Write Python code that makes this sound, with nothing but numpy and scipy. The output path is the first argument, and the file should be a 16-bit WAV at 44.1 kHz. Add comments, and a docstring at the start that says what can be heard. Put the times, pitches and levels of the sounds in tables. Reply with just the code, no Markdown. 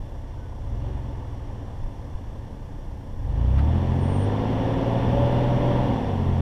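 """A truck engine throbs unevenly at idle, gives one small blip, then revs up and pulls hard.
Around it are a whining, roaring fan, a bright hiss, wind and tyre rumble, thumps, a tick and two thin squeaks.
The six-cylinder exhaust, seven-blade fan and shaking block are sums of tones that follow the engine speed.
Roar, hiss, wind and tyres are coloured noise; the intake moan is a narrow band of noise that rises in pitch.
Squeaks are wavering tones, thumps are short low waves, and the tick is two short bursts of noise."""
import sys
import numpy as np
from scipy import signal
from scipy.fft import rfft, irfft
from scipy.io import wavfile

SR = 44100
rng = np.random.default_rng(int(sys.argv[2]) if len(sys.argv) > 2 else 0)


def store_wav(level_fs):
    """Save 16-bit WAV to argv[1]."""
    pcm = np.round(np.clip(np.atleast_2d(level_fs), -1, 1) * 32767)
    wavfile.write(sys.argv[1], SR, pcm.T.astype(np.int16))


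N = 282681
TIME = np.arange(N) / SR  # seconds
BINS = np.fft.rfftfreq(N, 1 / SR)  # Hz

# Engine speed, as the pulse rate of one bank of three cylinders (1.5 pulses per crank turn).
# Each row: time in seconds, rate in Hz.
BANK_RATE = [(0, 16.2), (.57, 16.1), (.89, 23.4), (1.35, 19.8), (1.7, 19.6), (2.75, 15.7), (3.18, 16.1),
             (3.4, 28.1), (3.57, 33.5), (3.76, 42.7), (4.02, 44.1), (4.32, 51.9), (4.63, 56.7),
             (5.42, 62.3), (5.83, 62.7), (6.0, 53.6), (6.21, 44.6), (6.41, 43.9)]
# Load on the engine. Each row: time in seconds, level of the exhaust's firing tone in dB.
FIRING_LEVEL = [(0, -38), (.57, -38.5), (.72, -31.5), (.98, -33), (1.15, -37.5), (1.7, -41.5),
                (2.45, -44.5), (3.13, -39), (3.29, -27), (3.59, -17.5), (3.85, -25), (4.2, -24),
                (4.5, -28.5), (5.45, -24), (5.87, -25), (5.99, -33), (6.3, -23.5), (6.41, -24.5)]
# How unequally the two banks fire. 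Each row: bank rate in Hz, change of the odd pulse harmonics in dB.
BANK_IMBALANCE = [(16, -6.5), (18, 0), (33, -.5), (45, 1.5), (52, 0.5), (62, -4)]
# Shape of the exhaust pulse. Each row: multiple of the bank rate, relative level in dB.
PULSE_HARMONICS = [(1, -1.5), (3, 3), (4, 0), (5, 1.5), (6, -0.5), (7, -8.5), (8, -4)]
# Exhaust pipe and silencer. Each row: frequency in Hz, gain in dB.
PIPE_GAIN = [(15, -13), (48, -5.5), (60, -4.5), (68, 0), (100, -2), (132, 0), (143, -5), (162, -18),
             (215, -8), (255, -10), (300, -11.5), (600, -24)]
# Resonances of the fan shroud. Each row: frequency in Hz, width in Hz, gain at the centre in dB.
SHROUD_MODES = [(200, 12, 8.5), (264, 25, 4), (473, 50, 2), (568, 74, 8)]
# Colour of the roar at idle and when pulling. Each row: frequency in Hz, relative level in dB per Hz.
ROAR_IDLE_COLOUR = [(82, -48), (140, -24.5), (157, -44), (214, -3.5), (242, -8.5), (286, -2), (318, -10.5),
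                    (381, -15), (424, -19.5), (467, -12.5), (648, -18), (873, -15.5), (1180, -23),
                    (1300, -30), (1400, -30), (1820, -74), (3080, -120)]
ROAR_PULL_COLOUR = [(82, -13), (140, -4), (167, -4), (264, -5), (311, -9.5), (428, -12), (524, -10),
                    (623, -15), (706, -10), (816, -12), (925, -13), (1250, -29.5), (1400, -27), (1820, -52),
                    (3080, -120)]
# Panel resonances that colour the roar. Each row: frequency in Hz, width in Hz, gain at the centre in dB.
PANEL_MODES = [(274, 31, 2), (302, 72, -3.5), (388, 117, 3.5), (484, 33, 0.5), (539, 23, 1), (562, 20, 6.5),
               (680, 17, -0.5), (676, 31, 3), (904, 28, 3.5), (1002, 28, 3.5)]
# Colour of the hiss at idle and when pulling. Each row: frequency in Hz, relative level in dB per Hz.
HISS_IDLE_COLOUR = [(710, -1), (1200, -19.5), (1360, -21), (1450, -7.5), (1730, -5), (2510, -15),
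                    (2880, -11.5), (3460, -14.5), (3970, -16), (4970, -20.5), (5650, -15), (6350, -23),
                    (12200, -29.5), (13900, -32), (15400, -33)]
HISS_PULL_COLOUR = [(710, -5.5), (1200, -1), (1250, -16), (1640, -5.5), (1780, -4), (2280, -10),
                    (2530, -11.5), (2850, -8), (3350, -12), (3850, -15), (4970, -25), (5650, -21.5),
                    (6490, -32.5), (12500, -39), (15400, -58)]
# Ringing of the engine bay. Each row: frequency in Hz, width in Hz, gain at the centre in dB.
BAY_MODES = [(1780, 43, 2), (2870, 140, 1.5), (3246, 61, 5), (3480, 120, 8), (3900, 470, -5),
             (5670, 270, 2), (11550, 700, -2.5), (14800, 3000, -4)]
# Colour of the wind. Each row: frequency in Hz, relative level in dB per Hz.
WIND_COLOUR = [(4, -25), (12, -3), (22, 0), (32, -4), (50, -10), (80, -15), (130, -18), (300, -35),
               (900, -70)]
# Gusts on the microphone. 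Each row: peak time in seconds, rise (and fall) in seconds, peak level in dB.
GUSTS = [(0.05, 0.16, -34.5), (.8, 0.48, -44), (3.1, 0.59, -35.5), (3.58, 0.18, -36), (5.6, 0.37, -31.5),
         (6.3, 0.16, -33)]
# Tyres drumming on rough ground. Each row: peak time in seconds, rise (and fall) in seconds, peak level in dB.
ROUGH_GROUND = [(2.4, 0.84, -39.5), (5.2, 0.2, -28)]
# Thin metallic squeaks. Each row: peak time in seconds, rise in seconds, fall in seconds,
# pitch at the peak in Hz, glide in Hz per second, level in dB.
SQUEAKS = [(.45, .09, .1, 1495, -700, -62), (4.2, 0.17, 0.066, 8868, -1.5, -58)]
# The body rocks on a bump. Each row: time in seconds, pitch in Hz, level in dB, length in seconds.
BODY_THUMPS = [(1.845, 25, -24, 0.11), (2.155, 28, -21.5, 0.026), (2.29, 39.7, -32, 0.016),
               (2.803, 30.4, -29.5, 0.07)]
# Sharp ticks. Each row: time in seconds, peak level in dB before it is halved.
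TICKS = [(3.592, -43)]
# Colours of the tyres, the dull clack and the sharp snap. Each row: frequency in Hz, relative level in dB.
TYRE_COLOUR = [(15, -26), (35, 0.5), (60, 5.0), (100, 0.5), (140, -5.5), (200, -6.5), (500, -62.0)]
CLACK_COLOUR = [(300, -17), (900, 8), (2000, -1), (4500, -15.0), (7000, -32), (16000, -34)]
SNAP_COLOUR = [(500, -10), (3000, -4), (8000, -10), (15000, -11)]

# bank rates between which the noise colours move from idling to pulling
IDLE_HZ, FULL_HZ = 19.2, 61.04
# the uneven throb under the firing tone: its base level at low load, and the share of the load it follows
LOW_LOAD_DB, THROB_DB, THROB_SHARE = -41, -41.5, 0.63
# level at full speed (dB), growth with each doubling of speed (dB), and the part that always stays (dB)
ROAR_DB, ROAR_GROWTH_DB, ROAR_REST_DB = -26, 11, -50
HISS_DB, HISS_GROWTH_DB, HISS_REST_DB = -40.5, 9.5, -57.5
# fan blade tone and its octave at full speed, before the shroud; growth with each doubling of speed
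BLADE_DB, OCTAVE_DB, BLADE_GROWTH_DB, OCTAVE_GROWTH_DB = -37.5, -40, 12.5, 16
BREEZE_DB = -42
# intake moan: start (s), rise (s), fade (dB per second), level before the fade (dB)
MOAN_AT, MOAN_RISE_S, MOAN_FADE_DB_PER_S, MOAN_DB = .68, .09, 24, -43.5
MOAN_SHUT_HZ, MOAN_OPEN_HZ, MOAN_OPEN_S = 188.5, 370, .2
EDGE_HZ = 15350  # top of the treble


def gain_of(db):
    """Turns decibels into amplitude."""
    return 10 ** (np.asarray(db) / 20)


def evened(x):
    """Scales a sound to an average (rms) level of 1."""
    return x / np.sqrt(np.mean(x ** 2) + 1e-20)


def curve(rows):
    """Joins the points of a (time, value) table into a value at every sample."""
    seconds, values = np.transpose(rows)
    return np.interp(TIME, seconds, values)


def read(points, hz):
    """Reads a (frequency, value) table at any frequency, on a logarithmic frequency scale."""
    table_hz, values = np.transpose(points)
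    return np.interp(np.log(hz + 1), np.log(table_hz + 1), values)


def coloured(x, points, extra_db=0):
    """Filters x by a table of levels, then scales it to rms 1."""
    gain = gain_of(read(points, BINS) + extra_db)
    return evened(irfft(rfft(x) * gain, N))


def noise():
    """White noise, with equal strength at all frequencies."""
    return rng.standard_normal(N)


def drift(hz):
    """Random wandering, mostly slower than the given rate, at rms 1."""
    return evened(irfft(rfft(noise()) / (1 + (BINS / hz) ** 4), N))


def ringing_db(modes, at_hz):
    """Adds up the gain in dB of a set of resonances at the given frequencies."""
    return sum(db / (1 + (2 * (at_hz - hz) / width) ** 2) for hz, width, db in modes)


def by_speed(octaves, full_db, growth_db, rest_db):
    """Amplitude of a noise that grows with speed above a resting level."""
    return np.hypot(gain_of(full_db + growth_db * octaves), gain_of(rest_db))


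def by_effort(drive, effort, idle, pull, extra_db=0):
    """Blends a noise from its idling colour to its pulling colour as effort goes from 0 to 1."""
    idling = coloured(drive, idle, extra_db)
    pulling = coloured(drive, pull, extra_db)
    return evened((1 - effort) * idling + effort * pulling)


def swell(s, rise_s, fall_s):
    """A bell-shaped rise and fall that peaks at time s."""
    return np.exp(-((TIME - s) / np.where(TIME < s, rise_s, fall_s)) ** 2)


def with_swells(steady, rows):
    """Adds swells to a steady amplitude, as powers."""
    power = sum((gain_of(db) * swell(s, length, length)) ** 2 for s, length, db in rows)
    return np.sqrt(steady ** 2 + power)


def machinery(crank, locked, beat, size=4096):
    """Rushing noise that swells at each firing, plus a rattle that repeats every two crank turns."""
    place = crank / 2 % 1 * size
    pattern = np.interp(place, np.arange(size), rng.standard_normal(size))
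    # scaled by how fast the pattern is played
    rattle = pattern * np.sqrt(np.gradient(crank) * size / 2)
    firing_swell = 1 + beat * np.cos(6 * np.pi * crank)  # three firings per crank turn
    return (noise() + locked * rattle) * firing_swell


def exhaust(bank_hz, turns, load_db):
    """Two banks fire in turn; their pulse harmonics pass a silencer that shuts off steeply."""
    flutter, rough = .13, .14  # random changes in amplitude, as shares
    odd_db = read(BANK_IMBALANCE, bank_hz)
    throb_db = THROB_DB + THROB_SHARE * (load_db - LOW_LOAD_DB)
    # the firing tone is at twice the rate of one bank
    out = gain_of(load_db) * (1 + flutter * drift(15)) * np.cos(4 * np.pi * turns)
    for k, db in PULSE_HARMONICS:
        harmonic_db = throb_db + db + k % 2 * odd_db + read(PIPE_GAIN, k * bank_hz)
        level = gain_of(harmonic_db) * (1 + rough * drift(8.7))
        smear = np.pi * k * k / 4  # the silencer spreads each pulse over the whole cycle
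        out += level * np.cos(2 * np.pi * k * turns - smear)
    return np.sqrt(2) * out


def shake(crank, octaves, full_db=-40, growth_db=12):
    """The pistons shake the block twice in each crank turn, harder with speed."""
    rough = .4
    level = gain_of(full_db + growth_db * octaves) * (1 + rough * drift(6.8))
    return np.sqrt(2) * level * np.sin(4 * np.pi * crank)


def hiss(crank, effort, octaves):
    """Valve train and belts make a bright noise that rings in the engine bay."""
    drive = machinery(crank, locked=0.25, beat=0.063)
    bay_db = ringing_db(BAY_MODES, BINS)
    sound = by_effort(drive, np.sqrt(effort), HISS_IDLE_COLOUR, HISS_PULL_COLOUR, bay_db)
    return by_speed(octaves, HISS_DB, HISS_GROWTH_DB, HISS_REST_DB) * sound


def fan_tones(crank, octaves):
    """Seven blades chop the air, louder with speed; turbulence roughens the tone and its octave."""
    blades = 7.025 * crank  # the fan turns slightly faster than the crank
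    rough, wobble = .25, .15  # share of amplitude, and radians
    blade_hz = np.gradient(blades) * SR
    out = np.zeros(N)
    for k, db, growth_db in [(1, BLADE_DB, BLADE_GROWTH_DB), (2, OCTAVE_DB, OCTAVE_GROWTH_DB)]:
        level = gain_of(db + growth_db * octaves + ringing_db(SHROUD_MODES, k * blade_hz))
        level = level * (1 + rough * drift(6.5))
        out += level * np.sin(2 * np.pi * k * blades + wobble * drift(7.4))
    return np.sqrt(2) * out


def roar(crank, effort, octaves):
    """Fan wash and block noise from under the bonnet, coloured by panels and louder with speed."""
    drive = machinery(crank, locked=.8, beat=.15)
    panel_db = ringing_db(PANEL_MODES, BINS)
    sound = by_effort(drive, np.sqrt(effort), ROAR_IDLE_COLOUR, ROAR_PULL_COLOUR, panel_db)
    return by_speed(octaves, ROAR_DB, ROAR_GROWTH_DB, ROAR_REST_DB) * sound


def rumble(effort, crawl_db=-46, tyres_db=-34):
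    """A breeze with gusts on the microphone, and tyres that drum louder with speed and on rough ground."""
    wind = with_swells(gain_of(BREEZE_DB), GUSTS) * coloured(noise(), WIND_COLOUR)
    rolling = gain_of(crawl_db) + gain_of(tyres_db) * effort
    tyres = with_swells(rolling, ROUGH_GROUND) * coloured(noise(), TYRE_COLOUR)
    return wind + tyres


def squeaks(waver_hz=8, shimmer_db=2.0):
    """Thin metallic tones swell, waver in pitch and loudness, and die away."""
    out = np.zeros(N)
    for s, rise_s, fall_s, hz, glide, db in SQUEAKS:
        pitch = hz + glide * (TIME - s) + waver_hz * drift(60)
        phase = 2 * np.pi * np.cumsum(pitch) / SR
        level = swell(s, rise_s, fall_s) * gain_of(db + shimmer_db * drift(30))
        out += level * np.sin(phase)
    return np.sqrt(2) * out


def intake(spread_hz=22):
    """A fuzzy band of air noise that rises in pitch as the throttle cracks open, then fades."""
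    age = np.maximum(TIME - MOAN_AT, 0)
    opening = np.minimum(age / MOAN_OPEN_S, 1) ** 2
    hz = MOAN_SHUT_HZ + (MOAN_OPEN_HZ - MOAN_SHUT_HZ) * opening
    level = np.minimum(age / MOAN_RISE_S, 1) * gain_of(MOAN_DB - MOAN_FADE_DB_PER_S * age)
    phase = 2 * np.pi * np.cumsum(hz) / SR
    # two random drifts on a cosine and a sine make a noise band around the pitch
    return level * (drift(spread_hz) * np.cos(phase) + drift(spread_hz) * np.sin(phase))


def knocks(clack_db=-38, clack_s=0.015, snap_t60=0.0037):
    """Soft low thumps of the body, and a dull clack with a sharp tick at its heart."""
    out = np.zeros(N)
    for s, hz, db, length in BODY_THUMPS:
        bell = np.exp(-(2 * (TIME - s) / length) ** 2)
        out -= gain_of(db) * bell * np.cos(2 * np.pi * hz * (TIME - s))
    clack = coloured(noise(), CLACK_COLOUR)
    snap = coloured(noise(), SNAP_COLOUR)
    for s, db in TICKS:
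        distance = abs(TIME - s)
        out += gain_of(clack_db) * np.exp(-distance / clack_s) * clack
        # the snap starts at once and falls by 60 dB in snap_t60 seconds
        out += (TIME > s) * gain_of(db - 60 * distance / snap_t60) * snap / 2
    return out


def scene():
    """Engine speed drives the engine, fan and tyres; load sets the strength of the exhaust."""
    bank_hz = curve(BANK_RATE)
    load_db = curve(FIRING_LEVEL)
    turns = np.cumsum(bank_hz) / SR  # pulses of one bank so far
    crank = turns * 2 / 3  # crank turns so far
    effort = np.clip((bank_hz - IDLE_HZ) / (FULL_HZ - IDLE_HZ), 0, 1)
    octaves = np.log2(bank_hz / FULL_HZ)  # doublings of speed, 0 at full speed
    engine = exhaust(bank_hz, turns, load_db) + shake(crank, octaves) + hiss(crank, effort, octaves)
    fan = fan_tones(crank, octaves) + roar(crank, effort, octaves)
    return (engine + fan + rumble(effort) + squeaks() + intake() + knocks())[None]


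def record(dry):
    """Softens the two ends and cuts the treble above EDGE_HZ."""
    ends = signal.windows.tukey(N, .001)
    low_pass = signal.firwin(511, EDGE_HZ, window=("kaiser", 9), fs=SR)
    return signal.oaconvolve(dry * ends, low_pass[None], "same")


dry = scene()
out = record(dry)
store_wav(out)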